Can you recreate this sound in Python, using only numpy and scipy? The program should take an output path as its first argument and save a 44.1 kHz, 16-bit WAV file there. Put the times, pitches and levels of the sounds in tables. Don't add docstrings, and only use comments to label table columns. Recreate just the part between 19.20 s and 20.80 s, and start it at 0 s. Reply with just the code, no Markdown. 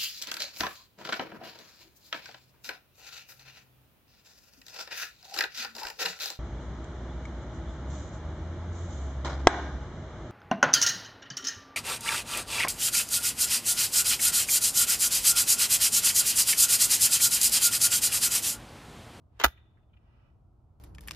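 import sys
import numpy as np
from scipy import signal
from scipy.fft import rfft, irfft
from scipy.io import wavfile

SR = 44100
rng = np.random.default_rng(int(sys.argv[2]) if len(sys.argv) > 2 else 0)


def transcribe(u):
    v = np.clip(np.atleast_2d(u).T, -1, 1)
    q = np.round(v * 32767).astype(np.int16)
    wavfile.write(sys.argv[1], SR, q)


N = 70560

# time in seconds, push on the body in dB,
# shake of the steel in dB, bright tick in dB.
METAL_CONTACTS = [(.1922, -41.5, -43, -60.5), (0.194, -43, -32, -39.5), (0.1985, -27.5, -20.5, -23.5),
                  (0.2003, -23, -15.5, -25.5), (.2128, -23.5, -22, -21), (.2147, -16, -21.5, -29),
                  (.2180, -26.5, -26, -44), (.2305, -29, -36, -43.5), (.23736, -17, -5, -9.5),
                  (.23831, -12, -0.5, -14.5), (.23992, -11, -6.5, -7), (.2420, 0.5, 0, -11),
                  (.24343, -10.5, -3.5, -4), (.2440, -40, 1, 5.5), (.24512, 5, -0.5, 0),
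                  (.25051, -9.5, -8.5, -5), (.25268, -7, -10.5, -6), (.25349, -8.5, -12.5, -9.5),
                  (.25859, -25, -27.5, -10), (.26096, -16.5, -15, -12), (.26346, -17, -17.5, -22.5),
                  (.28141, -30, -30, -32)]

# pitch in Hz, t60 in seconds, left in dB, right in dB.
BODY_MODES = [(327, 0.068, -16.5, -17.5), (479, 0.053, -5.5, -24), (607, 0.05, -27.5, -20.5),
              (731, 0.051, -24, -5), (880, 0.052, -12, -9.5), (954.4, 0.039, -21, -13.5),
              (1214, 0.029, -5, -8), (1316, 0.048, -18, -5), (1442, 0.026, -15, 1), (1521, 0.054, -6, -8),
              (1715, 0.058, -16.5, -15), (1973, 0.039, -22.5, -5.5), (2402, 0.045, -15.5, -22.5),
              (3115, 0.05, -17.5, -14)]
BODY_DB, BODY_LOW_HZ, RIGHT_LAG_S = -18.5, 304, .00015

# frequency in Hz, left in dB, right in dB.
KNOCK_COLOUR = [(96, -28, -24), (322, -8.5, -13.5), (600, -13.5, -2), (867, -1.5, 8), (1066, -6.5, -11),
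                (1350, 0, 9.5), (2000, -6, -0.5), (4000, -27, -33.5), (8997, -48.5, -48)]
KNOCK_DB = 14.5

TURN_HZ, TURN_WIDTH_HZ = 400, 90

# frequency in Hz, left in dB, right in dB.
STEEL_COLOUR = [(200, -28, -28), (900, -16.5, -15), (1600, -6.5, -6), (2400, 3, 3), (3200, 1.5, 1.5),
                (3900, 5, -4), (4800, -6.5, -6.5), (5800, -1, -15), (7080, -1, -23), (8300, -19.5, -42.5),
                (15000, -35.5, -46)]
STEEL_DB, STEEL_SEED_T60_S = 8, .022

# pitch in Hz, t60 in seconds, level in dB.
TUBE_MODES = [(3510, 1, -77.5), (3640, .65, -75), (3560, .55, -75), (3800, .4, -74)]
TUBES_RIGHT_DB = -5.5

# frequency in Hz, left in dB, right in dB.
TICK_COLOUR = [(1000, -29.5, -30.5), (5030, -8, -17.5), (7300, -6, -23), (8500, -16.5, -39),
               (10100, -2.5, -11), (11000, -4, -9.5), (12500, 1, -4.5), (15300, 0.5, -8),
               (16500, -14.5, -20)]
TICK_DB, TICK_SEED_T60_S = 2, .012

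# frequency in Hz, left in dB, right in dB.
SLIDE_COLOUR = [(120, -20.5, -23), (250, -14.5, -11.5), (400, 2, -4), (600, -2.5, -7.5), (950, 1, 2),
                (1300, 0, 3), (1700, -4, -3), (2150, 0, 3), (2750, -3.5, -2), (3175, 1.5, 0),
                (4200, -12, -13.5), (7000, -16, -30), (9000, -38, -43.5), (15000, -35.5, -42.5)]
SLIDE_START_S, SLIDE_END_S = .198, .237
SLIDE_DB, SLIDE_FADE_DB_PER_S = -24, 260
SLIDE_GRAIN = 1.1

JOLT_S, JOLT_HZ, JOLT_DB = .2452, 58.5, -27
JOLT_PEAK_S, JOLT_WIDTH_S = .268, .020

# frequency in Hz, level in dB.
HINGE_COLOUR = [(200, -12.5), (600, 0), (1800, -0.5), (3500, -8), (6000, -20), (15000, -29.5)]
HINGE_DB, HINGE_RISE_DB_PER_S, HINGE_END_S = -57, 246, .195

# frequency in Hz, level in dB.
TAP_COLOUR = [(300, -12), (1000, -13), (1650, 4), (2300, -9), (6000, -37)]
TAP_S, TAP_DB, TAP_T60_S = .571, -29.5, .16

# frequency in Hz, level in dB.
NEAR_COLOUR = [(200, 0), (1000, -3), (2200, 1), (3800, 1), (5000, 2), (7000, -2), (8500, -3), (10500, 4),
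               (16000, 3)]
NEAR_DB, NEAR_T60_S = -23.5, .15

# frequency in Hz, level in dB.
REEDS_COLOUR = [(300, -11.5), (1400, -4), (2600, 1.5), (3200, 0.5), (3700, 6.5), (4200, -7.5), (7000, -15),
                (15000, -23)]
REEDS_DB, REEDS_T60_S = -40.5, .8

# delay in seconds, level in dB, t60 in seconds.
TRUNK_ECHOES = [(.132, -46.5, .05), (0.387, -66.5, 0.04), (.494, -55, 0.027), (.528, -55, 0.0084)]
# frequency in Hz, level in dB.
TRUNK_COLOUR = [(300, -36), (1300, -10.5), (2800, 7.5), (3800, -4.5), (5500, -17.5), (14000, -16)]

# frequency in Hz, level in dB.
WOOD_COLOUR = [(300, 0), (1200, -3), (1800, -7), (2800, 2.5), (3500, -11), (5400, -6.5), (7000, -24),
               (14000, -25)]
WOOD_DELAY_S, WOOD_RISE_S, WOOD_HOLD_S, WOOD_T60_S, WOOD_DB = .46, .21, .16, .4, -44.5
FAR_CROSSFEED = .15

# frequency in Hz, density in dB per Hz.
AIR_COLOUR = [(15, -43), (25, -13), (64, 1.5), (97, -1.5), (120, -3.5), (170, -15), (195, -18.5),
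              (229, -14), (270, -24), (309, -19), (503, -29), (659, -25), (1330, -34.5), (1700, -50),
              (16000, -65.5)]
AIR_DB, AIR_SHARED_HZ, AIR_SIDE = -59, 300, .66

TOP_HZ = 15900


def undb(db):
    return 10 ** (np.asarray(db) / 20)


def colour(x, points, channels=1):
    p, size = np.array(points, float), 2 * N
    log_hz = np.log(np.maximum(np.fft.rfftfreq(size, 1 / SR), 1))
    curves_db = [np.interp(log_hz, np.log(p[:, 0]), p[:, 1 + c]) for c in range(channels)]
    cepstrum = irfft(np.log(undb(curves_db)))
    cepstrum[:, 1:N] *= 2
    cepstrum[:, N + 1:] = 0
    response = np.exp(rfft(cepstrum))
    return irfft(rfft(x, size) * response)[:, :N]


def low_cut(x, hz, order):
    return signal.sosfilt(signal.butter(order, hz, "high", fs=SR, output="sos"), x)


def ring(x, response):
    return irfft(rfft(x, 2 * N) * rfft(response, 2 * N))[..., :N]


def fade(t60, start=0):
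    t = np.arange(N) / SR - start
    return (t >= 0) * np.exp(-np.log(1000) * np.maximum(t, 0) / t60)


def swell(start, rise, hold, t60):
    t = np.arange(N) / SR - start
    release = np.exp(-np.log(1000) * np.maximum(t - rise - hold, 0) / t60)
    return np.clip(t / rise, 0, 1) * release


def unit_energy(x):
    return x / np.sqrt(np.sum(x ** 2, axis=1, keepdims=True))


def diffuse(envelope):
    return unit_energy(rng.standard_normal((2, N)) * envelope)


def crack(t60):
    x = diffuse(fade(t60))
    for _ in range(2):
        spectrum = rfft(x)
        flat = irfft(spectrum / (abs(spectrum) + 1e-12), N)
        x = flat * fade(10 * t60)
    return unit_energy(x)


def action():
    blows = np.zeros((3, N))
    for s, *db in METAL_CONTACTS:
        blows[:, int(s * SR)] += undb(db)
    push, shake, edge = blows
    low = turn_right(body(push) + knock(push))
    return low + steel(shake) + tick(edge) + tubes(shake)


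def body(push):
    t = np.arange(N) / SR
    arrival = np.maximum([t, t - RIGHT_LAG_S], 0)
    modes = np.zeros((2, N))
    for hz, t60, left, right in BODY_MODES:
        modes += undb([[left], [right]]) * np.sin(2 * np.pi * hz * arrival) * fade(t60)
    return undb(BODY_DB) * low_cut(ring(push, modes), BODY_LOW_HZ, order=2)


def knock(push):
    return undb(KNOCK_DB) * colour(push, KNOCK_COLOUR, channels=2)


def turn_right(x):
    b, a = signal.iirnotch(TURN_HZ, TURN_HZ / TURN_WIDTH_HZ, fs=SR)
    return np.array([x[0], signal.lfilter(2 * b - a, a, x[1])])


def steel(shake):
    burst = ring(shake, crack(STEEL_SEED_T60_S))
    return undb(STEEL_DB) * colour(burst, STEEL_COLOUR, channels=2)


def tubes(shake):
    t = np.arange(N) / SR
    modes = sum(undb(db) * np.sin(2 * np.pi * hz * t) * fade(t60) for hz, t60, db in TUBE_MODES)
    return ring(shake, modes) * undb([[0], [TUBES_RIGHT_DB]])


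def tick(edge):
    burst = ring(edge, crack(TICK_SEED_T60_S))
    return undb(TICK_DB) * colour(burst, TICK_COLOUR, channels=2)


def bolt_slide():
    t = np.arange(N) / SR
    slips = rng.standard_normal(N) * np.exp(SLIDE_GRAIN * rng.standard_normal(N))
    sliding = (t > SLIDE_START_S) * (t < SLIDE_END_S)
    pressure = sliding * undb(-SLIDE_FADE_DB_PER_S * np.maximum(t - SLIDE_START_S, 0))
    scrape = ring(slips / slips.std() * pressure, crack(0.013))
    return undb(SLIDE_DB) * colour(scrape, SLIDE_COLOUR, channels=2)


def jolt():
    t = np.arange(N) / SR
    thump = np.sin(2 * np.pi * JOLT_HZ * np.maximum(t - JOLT_S, 0))
    return undb(JOLT_DB) * thump * np.exp(-((t - JOLT_PEAK_S) / JOLT_WIDTH_S) ** 2)


def handling():
    time_left = HINGE_END_S - np.arange(N) / SR
    pressure = (time_left > 0) * undb(HINGE_DB - HINGE_RISE_DB_PER_S * abs(time_left))
    rub = rng.standard_normal((2, N)) * pressure
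    tap = diffuse(fade(TAP_T60_S, TAP_S))
    return colour(rub, HINGE_COLOUR) + undb(TAP_DB) * colour(tap, TAP_COLOUR)


def pond(gun):
    near = undb(NEAR_DB) * colour(diffuse(fade(NEAR_T60_S, 0.0022)), NEAR_COLOUR)
    reeds = undb(REEDS_DB) * colour(diffuse(fade(REEDS_T60_S, .02)), REEDS_COLOUR)
    echoes = sum(undb(db) * diffuse(fade(t60, delay)) for delay, db, t60 in TRUNK_ECHOES)
    trunks = colour(echoes, TRUNK_COLOUR)
    wood_swell = swell(WOOD_DELAY_S, WOOD_RISE_S, WOOD_HOLD_S, WOOD_T60_S)
    wood = undb(WOOD_DB) * colour(diffuse(wood_swell), WOOD_COLOUR)
    crossed = gun + FAR_CROSSFEED * gun[::-1]
    return ring(gun, near) + ring(crossed, reeds + trunks + wood)


def air():
    mid, side = rng.standard_normal((2, N))
    hz = np.fft.rfftfreq(N, 1 / SR)
    side = irfft(rfft(side) * AIR_SIDE * hz / np.hypot(hz, AIR_SHARED_HZ), N)
    rumble = colour(mid + side * np.array([[1], [-1]]), AIR_COLOUR)
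    return undb(AIR_DB) * rumble / rumble.std()


def scene():
    gun = action() + bolt_slide()
    return gun + jolt() + handling() + pond(gun) + air()


def record(dry):
    rounded = np.tanh(dry)
    top_cut = signal.ellip(8, .2, 70, TOP_HZ, fs=SR, output="sos")
    return signal.sosfilt(top_cut, rounded)


dry = scene()
out = record(dry)
transcribe(out)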